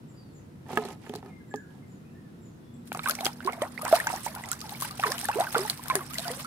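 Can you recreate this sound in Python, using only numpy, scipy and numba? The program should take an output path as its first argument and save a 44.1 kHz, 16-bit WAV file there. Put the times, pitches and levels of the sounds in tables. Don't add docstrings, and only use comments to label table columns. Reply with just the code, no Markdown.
import sys
import numpy as np
from scipy import signal
from scipy.io import wavfile
from scipy.ndimage import map_coordinates
from numba import njit

SR = 44100
rng = np.random.default_rng(int(sys.argv[2]) if len(sys.argv) > 2 else 0)


def unload_wav(signal):
    wavfile.write(
        sys.argv[1],
        SR,
        np.round(np.clip(np.atleast_2d(signal).T, -1, 1) * 32767).astype(np.int16),
    )


N = 284930

# start_s, level_db, pitch_hz, glide_octaves_per_s, ring_cycles (to fall 20 dB)
POCKETS = [(2.948, -27, 1210, -14, 6.5), (2.951, -32.5, 760, -3, 10), (2.994, -32, 1330, -5, 18),
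           (3.037, -30, 2260, 9, 26), (3.059, -21.5, 1505, 8, 17), (3.063, -26, 1000, 18, 32),
           (3.084, -21.5, 1180, 15, 38), (3.096, -29, 1540, 16, 18), (3.098, -34, 680, -18, 5),
           (3.118, -36, 744, 0, 5), (3.187, -32.5, 815, -6, 13), (3.189, -27.5, 2230, 2, 10),
           (3.207, -27.5, 675, 5, 8), (3.23, -29.5, 793, -5, 27), (3.254, -30, 458, -37, 9),
           (3.267, -30, 700, 17, 21), (3.281, -39, 735, 19, 20), (3.405, -31, 1480, 2, 7),
           (3.452, -30, 357, 6, 20), (3.475, -17, 1000, 18, 20), (3.529, -33.5, 780, -14, 9),
           (3.531, -33, 2160, -3, 22), (3.576, -37.5, 645, 5, 22), (3.619, -20, 539, 19, 16),
           (3.777, -29.5, 1860, 46, 20), (3.814, -30, 1210, 1, 24), (3.831, -32, 617, 1, 14),
           (3.849, -26, 652, 35, 12), (3.853, -20.5, 1370, 22, 4.5), (3.927, -7, 623, 9, 17),
           (3.914, -26, 770, 3, 12), (3.947, -32, 1370, 35, 34), (3.968, -34, 620, 27, 9),
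           (4.0, -22, 1700, 21, 25), (4.069, -20.5, 860, 12, 16), (4.07, -14.5, 1450, 45, 9.5),
           (4.127, -30.5, 683, 11, 22), (4.138, -26, 736, 8, 6), (4.264, -24, 860, 15, 10.5),
           (4.3, -46, 643, -3, 20), (4.344, -36.5, 960, 10, 15), (4.36, -36, 728, 22, 28),
           (4.362, -34, 1400, 8, 16), (4.398, -33, 890, 12, 4), (4.409, -35, 900, 10, 4),
           (4.619, -40, 1210, 6, 22), (4.685, -44, 930, -8, 32), (4.749, -38.5, 2140, 24, 22),
           (4.438, -30.5, 1990, 1, 15), (4.465, -43, 794, -2, 46), (4.515, -30, 1333, 10, 38),
           (4.641, -37.5, 910, -7, 31), (4.72, -37.5, 782, 9, 23), (4.822, -25, 1000, 31, 12.5),
           (4.845, -34, 1500, 9, 30), (4.848, -34, 860, 13, 25), (4.906, -36.5, 1155, 5.5, 39),
           (4.995, -26.5, 732, 17, 15), (4.998, -23, 2600, 3, 8), (5.287, -20, 1470, 12, 5.5),
           (5.33, -34, 2580, 8, 23), (5.908, -26.5, 2100, 31, 21), (5.68, -30, 1840, 13, 10),
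           (4.277, -34.5, 2220, 0, 30), (5.036, -21, 1710, 23, 15), (5.029, -25, 1350, 0.5, 11),
           (5.037, -13.5, 1267, -29, 19.5), (5.055, -32, 479, -11, 32), (5.06, -29, 970, 4, 36),
           (5.085, -34, 390, 21.5, 26), (5.118, -30, 1000, 31, 18), (5.118, -25.5, 1640, 25, 15),
           (5.23, -37, 756, 13.5, 27), (5.251, -29, 1700, 8, 17), (5.289, -18.5, 750, 26, 19.5),
           (5.357, -25, 370.4, 18, 17), (5.399, -21.5, 680, 16, 28), (5.405, -17, 718, 3, 13),
           (5.385, -24, 624, 16.5, 17), (5.42, -31, 757, 18, 18), (5.469, -26.5, 1585, -11, 24),
           (5.547, -24, 702, 73, 10), (5.552, -17, 1290, 32, 16), (5.563, -20, 459, 0.5, 10.5),
           (5.59, -28, 362, 4, 25), (5.651, -28.5, 872, -1.5, 19), (5.794, -36, 1000, 1, 11),
           (5.858, -30, 1480, 3, 5), (5.901, -18.5, 1075, -3.5, 28), (5.956, -26, 1780, -12, 21),
           (5.954, -27, 420, -6, 21.5), (6.007, -31.5, 1190, -11, 25), (6.107, -40.5, 1186, 9, 40),
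           (6.37, -44, 500, 9.5, 37), (6.155, -33, 1940, 16, 24), (6.186, -34.5, 634, 7.5, 21),
           (6.252, -34.5, 1486, -3, 23), (6.255, -34.5, 704, -0.5, 52), (6.282, -27.5, 840, 14, 5),
           (6.294, -36, 1840, 18, 31), (6.302, -33, 464, 6, 22), (6.447, -33, 1250, 15.5, 25)]
# start_s, level_db, centre_hz
SNAPS = [(0.7573, -36.5, 8600), (0.772, -29, 3020), (0.8508, -35, 4270), (0.884, -40, 3450),
         (1.092, -41, 3240), (1.137, -39, 3980), (1.151, -36, 4800), (1.1572, -33, 4400),
         (1.259, -52, 4470), (1.5413, -45, 3600), (1.5582, -39, 6400), (2.875, -40.5, 9300),
         (2.928, -30, 11350), (2.947, -34.5, 7060), (2.973, -30.5, 8800), (3.033, -34.5, 8200),
         (3.075, -41, 10620), (3.086, -22, 9700), (3.096, -19, 11700), (3.108, -19, 4670),
         (3.151, -24.5, 6200), (3.206, -26.5, 4040), (3.2473, -20.5, 6300), (3.254, -17, 5040),
         (3.263, -18.5, 3360), (3.446, -35, 4870), (3.461, -31.5, 4200), (3.474, -36, 9400),
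         (3.522, -34.5, 9100), (3.532, -37, 8300), (3.617, -34, 3330), (3.622, -25, 8900),
         (3.8191, -30, 11000), (3.8503, -25.5, 8360), (3.8767, -30, 3630), (3.953, -25, 4400),
         (3.9607, -24, 4360), (4.001, -22.5, 9200), (4.0698, -23, 6500), (4.109, -44, 7740),
         (4.1603, -30.5, 6050), (4.233, -32, 8900), (4.25, -37, 8550), (4.2604, -27, 8270),
         (4.35, -29, 11400), (4.437, -38, 7500), (4.457, -34.5, 5200), (4.4868, -30.5, 7000),
         (4.515, -19.5, 8150), (4.529, -25.5, 5900), (4.604, -32, 6260), (4.613, -29, 5130),
         (4.692, -30.5, 4000), (4.802, -27, 10900), (4.81, -21.5, 9900), (4.822, -21, 11260),
         (4.909, -31, 4530), (4.996, -31, 3460), (5.0345, -29, 3580), (5.118, -19, 5570),
         (5.179, -26.5, 3130), (5.1903, -25.5, 8850), (5.213, -26, 8600), (5.2546, -24, 11300),
         (5.284, -27, 3820), (5.3557, -29, 9400), (5.399, -22.5, 8850), (5.407, -25, 4020),
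         (5.525, -33, 8150), (5.581, -21, 8700), (5.5934, -28, 4350), (5.661, -30, 10600),
         (5.697, -14.5, 4500), (5.706, -24, 9300), (5.774, -34, 6010), (5.837, -31, 9000),
         (5.8818, -26.5, 11700), (5.904, -29.5, 8700), (5.954, -11, 10000), (6.133, -32.5, 2930),
         (6.142, -28.5, 7700), (6.182, -20, 4340), (6.192, -27, 4000), (6.201, -32, 7900),
         (6.243, -31.5, 2980), (6.279, -26.5, 4930), (6.315, -24, 9700)]
# frequency_hz, left_minus_right_db
PORT_TILT = [(300, -5), (700, -0.2), (1300, -4), (2400, -2.2), (4400, -11.5), (8100, -23), (11500, 2.5),
             (15000, 25)]
LEFT_LAG_MS = 0.11


def from_db(db):
    return 10 ** (np.asarray(db) / 20)


def rms_one(x):
    return x / np.sqrt(np.mean(x ** 2) + 1e-20)


def in_time(rows):
    s, *columns = np.transpose(rows)
    return [np.interp(np.arange(N) / SR, s, c, left=-120, right=-120) for c in columns]


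def at_hz(points, hz):
    points_hz, values = np.array(points)[:, 0], np.array(points)[:, 1]
    return np.interp(np.log(hz), np.log(np.maximum(points_hz, 1)), values)


def drift(rate_hz):
    step = 40
    r = np.exp(-2 * np.pi * rate_hz * step / SR)
    white = rng.standard_normal(N // step + 2002)
    slow = signal.lfilter([1], [1, -2 * r, r * r], white)[2000:]
    return np.interp(np.arange(N) / step, np.arange(len(slow)), rms_one(slow))


@njit
def add(out, s, left, right, hz, glide, swell, fall, lag, bend, rate):
    for k in range(len(s)):
        first = int(s[k] * rate)
        last = min(first + int((swell[k] + 2.5 * fall[k]) * rate) + 8, out.shape[1])
        w, g = 2 * np.pi * hz[k], glide[k] * np.log(2) + 1e-6
        for i in range(first, last):
            for c in range(2):
                t = (i - first) / rate - (lag[k] if c == 0 else 0.)
                if t > 0:
                    shape = t / swell[k] if t < swell[k] else 10 ** -(((t - swell[k]) / fall[k]) ** bend)
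                    gain = left[k] if c == 0 else right[k]
                    out[c, i] += gain * shape * np.sin(w * np.expm1(g * t) / g)


def chirps(s, db, hz, glide, swell_ms, fall_ms, pan_db, lag_ms=LEFT_LAG_MS, bend=1):
    out = np.zeros((2, N))
    left, right = from_db(db + pan_db / 2), from_db(db - pan_db / 2)
    swell = np.maximum(swell_ms + 0 * s, .02) / 1000
    fall = np.maximum(fall_ms, .3) / 1000
    add(out, s, left, right, hz, glide + 0 * s, swell, fall, (lag_ms + 0 * s) / 1000, float(bend), SR)
    return out


def banded_noise(spectrum, alike_at, patchy_db, rate, lag):
    out, together = 0, drift(rate)
    edges = 22 * 2 ** np.arange(0, 9.8, .5)
    white = rng.standard_normal((2, 2, N))
    for k, (low, high) in enumerate(zip(edges, edges[1:])):
        band = signal.butter(2, [low, high], "band", fs=SR, output="sos")
        mid, side = signal.sosfilt(band, white[k % 2])
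        hz = np.sqrt(low * high)
        alike = np.clip(alike_at(hz), -1, 1)
        flicker_db = patchy_db * (.85 * together + .55 * drift(rate))
        stereo = np.sqrt(1 + alike) * mid + np.sqrt(1 - alike) * side * [[1], [-1]]
        out = out + from_db(at_hz(spectrum, hz) + flicker_db) * stereo
    out[0] = np.roll(out[0], lag)
    return rms_one(out)


def swarm(level_db, per_s, low_hz, high_hz, cycles, rise, size_db, clump_db, spectrum=((1, 0), (2, 0))):
    sounding = level_db > -95
    chance = per_s * from_db(clump_db * drift(25)) / SR
    born = np.flatnonzero((rng.random(N) < chance) & sounding)
    u, n = rng.random((len(born), 3)).T, rng.standard_normal((len(born), 3)).T
    hz = low_hz * (high_hz / low_hz) ** u[0]
    fall_ms = 1000 * cycles * (0.48 + 1.63 * u[1]) / hz
    size = size_db * np.minimum(-np.log(u[2] + 1e-9), 4)
    size = size + at_hz(spectrum, hz) + 10 * np.log10(hz / fall_ms)
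    glide = rise * (1 + n[0]) * 1000 / fall_ms
    pan_db, lag_ms = at_hz(PORT_TILT, hz) + 6.6 * n[1], LEFT_LAG_MS + 0.097 * n[2]
    grains = chirps(born / SR, size, hz, glide, 300 / hz, fall_ms, pan_db, lag_ms)
    return from_db(level_db) * grains / np.sqrt(np.mean(grains[:, sounding] ** 2) + 1e-20)


def town():
    # frequency_hz, relative_level_db
    colour = [(18, -51), (30, -23.5), (125, 3), (242, 0), (562, -17.5), (1380, -24), (1620, -25),
              (2280, -31), (4650, -34.5), (5590, -51.5), (8310, -23.5), (9990, -45), (10800, -43),
              (13700, -41), (16500, -78)]
    # frequency_hz, likeness (-1 to 1)
    likeness = [(60, 0.8), (180, 1), (550, -0.000015), (1650, -0.28), (4970, 0.13), (15000, -0.083)]
    rumble = banded_noise(colour, lambda hz: at_hz(likeness, hz), patchy_db=.5, rate=4, lag=0)
    return rumble * from_db(-47.5)


def birds():
    # start_s, level_db, pitch_hz, glide_octaves_per_s, length_ms
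    call_table = [(0.075, -68, 7670, -2, 95), (0.134, -66, 4890, -0.9, 200), (.32, -65, 7850, -4, 95),
                  (1.06, -67, 7600, -7, 64), (1.27, -71, 2480, -1.5, 71), (1.29, -58.5, 2133, -0.3, 153),
                  (1.4, -60, 1710, -4, 46), (1.46, -69, 2050, -1, 70), (1.47, -69, 7560, -1, 190),
                  (1.508, -51.5, 1726, -0.8, 130), (1.6, -59, 1542, -1.5, 76), (1.66, -64, 1620, 0.5, 110),
                  (1.82, -70, 2120, -0.5, 64), (1.87, -69.5, 7550, -2, 140), (2.031, -71, 2440, 1.5, 130),
                  (2.11, -69, 1690, 1.5, 180), (2.209, -67, 1857, -2, 140), (2.41, -65, 7500, -2, 130),
                  (2.59, -75.5, 3460, 0, 270), (2.72, -71, 7500, 1, 77)]
    swell_share = 0.17
    waver_s = 0.0001
    echo_t60_s, echo_db = 0.32, 1.5
    s, db, hz, glide, ms = np.transpose(call_table)
    calls = chirps(s, db, hz, glide, swell_share * ms, (1 - swell_share) * ms, 0, lag_ms=0.037, bend=2.2)
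    calls *= from_db(4.5 * drift(50))
    warp = np.arange(N) + waver_s * SR * drift(25)
    calls = np.array([map_coordinates(c, [warp], order=3) for c in calls])
    t = np.arange(SR // 2) / SR
    tail = rng.standard_normal((2, len(t))) * from_db(-60 * t / echo_t60_s)
    tail *= from_db(echo_db) / np.sqrt(np.sum(tail ** 2, axis=1, keepdims=True))
    return calls + signal.fftconvolve(calls, tail, axes=1)[:, :N]


def drags():
    # start_s, length_s, body_db, wet_crackle_db
    drag_table = [(0.704, 0.22, -52, -50), (1.029, 0.16, -64.5, -56.5), (1.251, 0.044, -62.5, -65.5),
                  (1.71, 0.075, -74, -66.5)]
    attack_db_per_s, release_db_per_s = 401.5, 447.5
    t = np.arange(N) / SR
    body, crackle = np.full((2, N), -120.)
    for s, length, body_db, crackle_db in drag_table:
        before, after = (s - t) * attack_db_per_s, (t - s - length) * release_db_per_s
        off = np.maximum(0, np.maximum(before, after))
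        body, crackle = np.maximum(body, body_db - off), np.maximum(crackle, crackle_db - off)
    return body, crackle


def crate():
    # start_s, level_db, favoured_pitch_hz
    knock_table = [(0.664, -44, 920), (0.683, -49, 920), (0.691, -41, 840), (0.704, -35, 835),
                   (0.731, -31, 500), (0.773, -12, 1160), (0.786, -25.5, 460), (0.85, -32.5, 504),
                   (0.886, -37, 900), (1.064, -38, 2010), (1.071, -42, 800), (1.096, -31.5, 330),
                   (1.137, -33, 800), (1.153, -32, 603), (1.228, -40.5, 855), (1.26, -40, 830),
                   (1.54, -26.5, 606)]
    # pitch_hz, relative_level_db, t60_s
    mode_table = [(250, 5, 0.15), (408, 6, 0.11), (500, 5, 0.021), (750, 1.5, 0.04), (860, 6.5, 0.021),
                  (1000, -14, 0.049), (1250, -3, 0.045), (1700, 2, 0.028), (2270, -7, 0.013),
                  (2720, -1, 0.011)]
    focus_db = 3.5
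    crack_db, crack_ms = -14, 1.2
    s, db, favoured_hz = np.transpose(knock_table)
    body_db, crackle_db = drags()
    clicks = (rng.random((2, N)) < 1500 / SR) * rng.standard_normal((2, N))
    scrape = clicks * from_db(body_db - 9.5 + 1.2 * drift(46))
    scrape[1] = 1.2 * scrape[0] + .5 * scrape[1]
    out = np.zeros((2, N))
    for hz, mode_db, t60 in mode_table:
        u = rng.standard_normal((len(s), 3)).T
        strength = db + mode_db - 7 - focus_db * np.log2(hz / favoured_hz) ** 2 + 1.3 * u[0]
        struck_s, struck_hz = s + .0009 * np.abs(u[1]), hz * (1 + .045 * u[2])
        out += chirps(struck_s, strength, struck_hz, 0, .4, t60 * 1000 / 3 + 0 * s, -3)
        r, w = from_db(-60 / (t60 * SR)), 2 * np.pi * hz / SR
        rubbed = signal.lfilter([0, np.sin(w)], [1, -2 * r * np.cos(w), r * r], scrape + 1e-18)
        out += from_db(mode_db + 5.5 - 12.5 * np.log2(hz / 850) ** 2) * rubbed
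    for hz in np.geomspace(1900, 9000, num=7):
        u = rng.standard_normal((len(s), 2)).T
        strength = db + crack_db - 9.0 * np.log2(hz / 1900) + 3 * u[0]
        out += chirps(s, strength, hz * (1 + 0.035 * u[1]), 0, 0.12, crack_ms + 0 * s, -16.0)
    return out + swarm(crackle_db, 5000, 1830, 11700, cycles=2.5, rise=0.02, size_db=4.0, clump_db=2.5,
                       spectrum=((1500, -4.0), (8000, -28.0), (15000, -12)))


def ticks():
    length = 4000
    snap_cycles = 13.5
    out, t_ms = np.zeros((2, N + length)), np.arange(length) / SR * 1000
    noise = rng.standard_normal((len(SNAPS), 2, length))
    wide = signal.butter(1, [2200, 14000], "band", fs=SR, output="sos")
    for (s, db, hz), (shared, own) in zip(SNAPS, noise):
        ms = 1000 * snap_cycles / hz
        rise = np.minimum(t_ms / (0.68 * ms), 1) ** 2
        snap_fall = from_db(-18.0 * np.maximum(t_ms / ms - .6, 0))
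        spatter = from_db(-18.5 - 0.49 * t_ms)
        burst = rise * (snap_fall + spatter) * np.array([np.roll(shared, 5) + 3.78 * own, shared])
        narrow = signal.butter(1, [hz / 1.102, min(hz * 1.02, 20000)], "band", fs=SR, output="sos")
        core = signal.sosfilt(narrow, burst) * np.sqrt(9000 / hz) * 1.08
        burst = core + 0.36 * signal.sosfilt(wide, burst)
        pan_db = at_hz(PORT_TILT, hz)
        first = int(s * SR)
        out[:, first:first + length] += from_db(db + np.array([[pan_db / 2], [-pan_db / 2]])) * burst
    return out[:, :N]


def engine():
    # time_s, seventh_order_hz, level_db
    gears = [
        [(2.6, 219.3, -76), (2.724, 236.6, -55.5), (3.92, 244.4, -56)],
        [(3.85, 263, -62), (4.02, 226.3, -60), (6.46, 250, -59.5)],
    ]
    order_table = [(2, -2.5), (4, 6), (5, -9), (7, 5)]
    out = np.zeros(N)
    for gear, orders in zip(gears, (order_table[-1:], order_table)):
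        hz, db = in_time(gear)
        turns = np.cumsum(hz) / SR / 7
        for order, order_db in orders:
            gain = np.sqrt(2) * from_db(db + order_db + 2.4 * drift(5.3))
            out += gain * np.sin(2 * np.pi * order * turns)
    return out


def spray():
    # time_s, level_db
    swish_table = [(2.85, -85), (2.87, -79), (2.91, -61), (3.04, -56), (3.06, -44.5), (3.11, -44),
                   (3.13, -56), (3.235, -56), (3.25, -39), (3.30, -52), (3.36, -59), (3.6, -60),
                   (3.65, -59.5), (3.8, -56.5), (3.865, -76), (3.88, -43.5), (3.97, -36.5), (4.0, -48),
                   (4.065, -45.5), (4.085, -55), (4.11, -42.5), (4.17, -50), (4.24, -51.5), (4.255, -36.5),
                   (4.29, -53), (4.45, -57), (4.58, -53.5), (4.79, -50), (4.83, -39.5), (4.98, -54.5),
                   (5.03, -43), (5.19, -45), (5.45, -47), (5.52, -47.5), (5.56, -40), (5.73, -49),
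                   (5.84, -51.5), (5.94, -48.5), (6.1, -53), (6.2, -44), (6.32, -48.5), (6.46, -46)]
    fizz_follows, fizz_db, fizz_s = 0.57, -32.5, 0.005
    swish_db, = in_time(swish_table)
    swishing = swish_db > -95
    s, db = np.transpose(SNAPS)[:2]
    kicks = np.zeros(N)
    np.add.at(kicks, (s * SR).astype(int), from_db(fizz_db + fizz_follows * db) ** 2)
    t = np.arange(-4000, 4001) / SR
    fizz_shape = np.exp(-np.abs(t) / fizz_s)
    fizz_power = signal.fftconvolve(kicks * swishing, fizz_shape, "same").clip(0)
    return np.where(swishing, 10 * np.log10(fizz_power + from_db(swish_db) ** 2), swish_db)


def slaps():
    # start_s, level_db, lowest_ring_hz
    slap_table = [(2.919, -21, 853), (2.973, -31.5, 524), (2.993, -19.5, 1400), (3.075, -19.5, 1360),
                  (3.187, -43, 806), (3.265, -17.5, 783), (3.473, -31, 1000), (3.619, -19, 1150),
                  (5.546, -19, 1260), (5.591, -22.5, 716), (5.9, -14, 1370), (5.954, -20, 647)]
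    s, db, hz = np.transpose(slap_table)
    return sum(chirps(s, db - 2 * k, hz * 1.65 ** k, 0, .2, 3000 / hz, -1.5) for k in range(3))


def pockets():
    # frequency_hz, left_late_ms
    port_lag = [(400, 0.07), (700, 0.13), (1100, 0.21), (1600, 0.075), (2200, 0.11), (3200, 0.11)]
    swell_share = 0.015
    pop_db = -7
    s, db, hz, glide, cycles = np.transpose(POCKETS)
    fall_ms = 1000 * cycles / hz
    u = rng.standard_normal((len(s), 2)).T
    pan_db, lag_ms = at_hz(PORT_TILT, hz) + 3.4 * u[0], at_hz(port_lag, hz) + 0.044 * u[1]
    rings = chirps(s, db, hz, glide, swell_share * fall_ms, fall_ms, pan_db, lag_ms, bend=1.7)
    rings += chirps(s, db + pop_db, hz * 1.9, 0, 0.3, 1500 / hz, pan_db, lag_ms)
    for n in rng.standard_normal((len(s), 2, 3)).transpose(1, 2, 0):
        shed_s, shed_db = s + .012 * np.abs(n[0]), db - 16.0 + 3 * n[1]
        shed_hz = hz * (1.6 + .3 * n[2]).clip(1, 3)
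        rings += chirps(shed_s, shed_db, shed_hz, glide, 1, 7000 / hz, pan_db, lag_ms)
    return rings * from_db(1.1 * drift(60))


def churn(spray_db):
    follows, trail_db, under_spray_db = 0.73, -23, -13.5
    delay_s, fall_s = 0.0067, 0.028
    s, db = np.transpose(POCKETS)[:2]
    kicks = np.zeros(N)
    first = ((s + delay_s) * SR).astype(int).clip(0, N - 1)
    np.add.at(kicks, first, from_db(trail_db + follows * db) ** 2)
    trail = signal.lfilter([1], [1, -np.exp(-1 / (fall_s * SR))], kicks)
    return 10 * np.log10(trail + from_db(spray_db + under_spray_db) ** 2)


def water():
    # (density, per Hz)
    colour = [(710, -20), (1200, -8), (1600, -8), (2500, -12), (5330, -10), (7170, -21), (8730, -6.5),
              (10100, -17.5), (12000, 12), (13500, -16), (15100, -38), (16500, -45)]
    spray_db = spray()
    gurgle = swarm(churn(spray_db), 900, 420, 2600, cycles=11.0, rise=0.15, size_db=3.8, clump_db=4.0,
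                   spectrum=((450, -17.5), (800, -5), (2400, -18.0)))
    drips = swarm(spray_db - 1.5, 450, 2022, 11100, cycles=25.0, rise=0.066, size_db=3.0, clump_db=5.5,
                  spectrum=colour)
    fizz = swarm(spray_db - 10.0, 2500, 1100, 14700, cycles=1.0, rise=0.09, size_db=9.0, clump_db=4.0,
                 spectrum=colour)
    hiss = banded_noise(colour, lambda hz: .3, patchy_db=4.2, rate=45, lag=4)
    hiss *= from_db(spray_db + 3.0)
    return pockets() + slaps() + gurgle + drips + fizz + hiss


def scene():
    no_bass = signal.butter(2, 150, "high", fs=SR, output="sos")
    close = signal.sosfilt(no_bass, water() + crate() + ticks())
    return close + birds() + engine() + town()


def record(dry):
    fade = signal.butter(N=6, Wn=15200, fs=SR, output="sos")
    cut = signal.cheby2(12, 50, 16600, fs=SR, output="sos")
    return signal.sosfilt(cut, signal.sosfilt(fade, dry))


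dry = scene()
out = record(dry)
unload_wav(out)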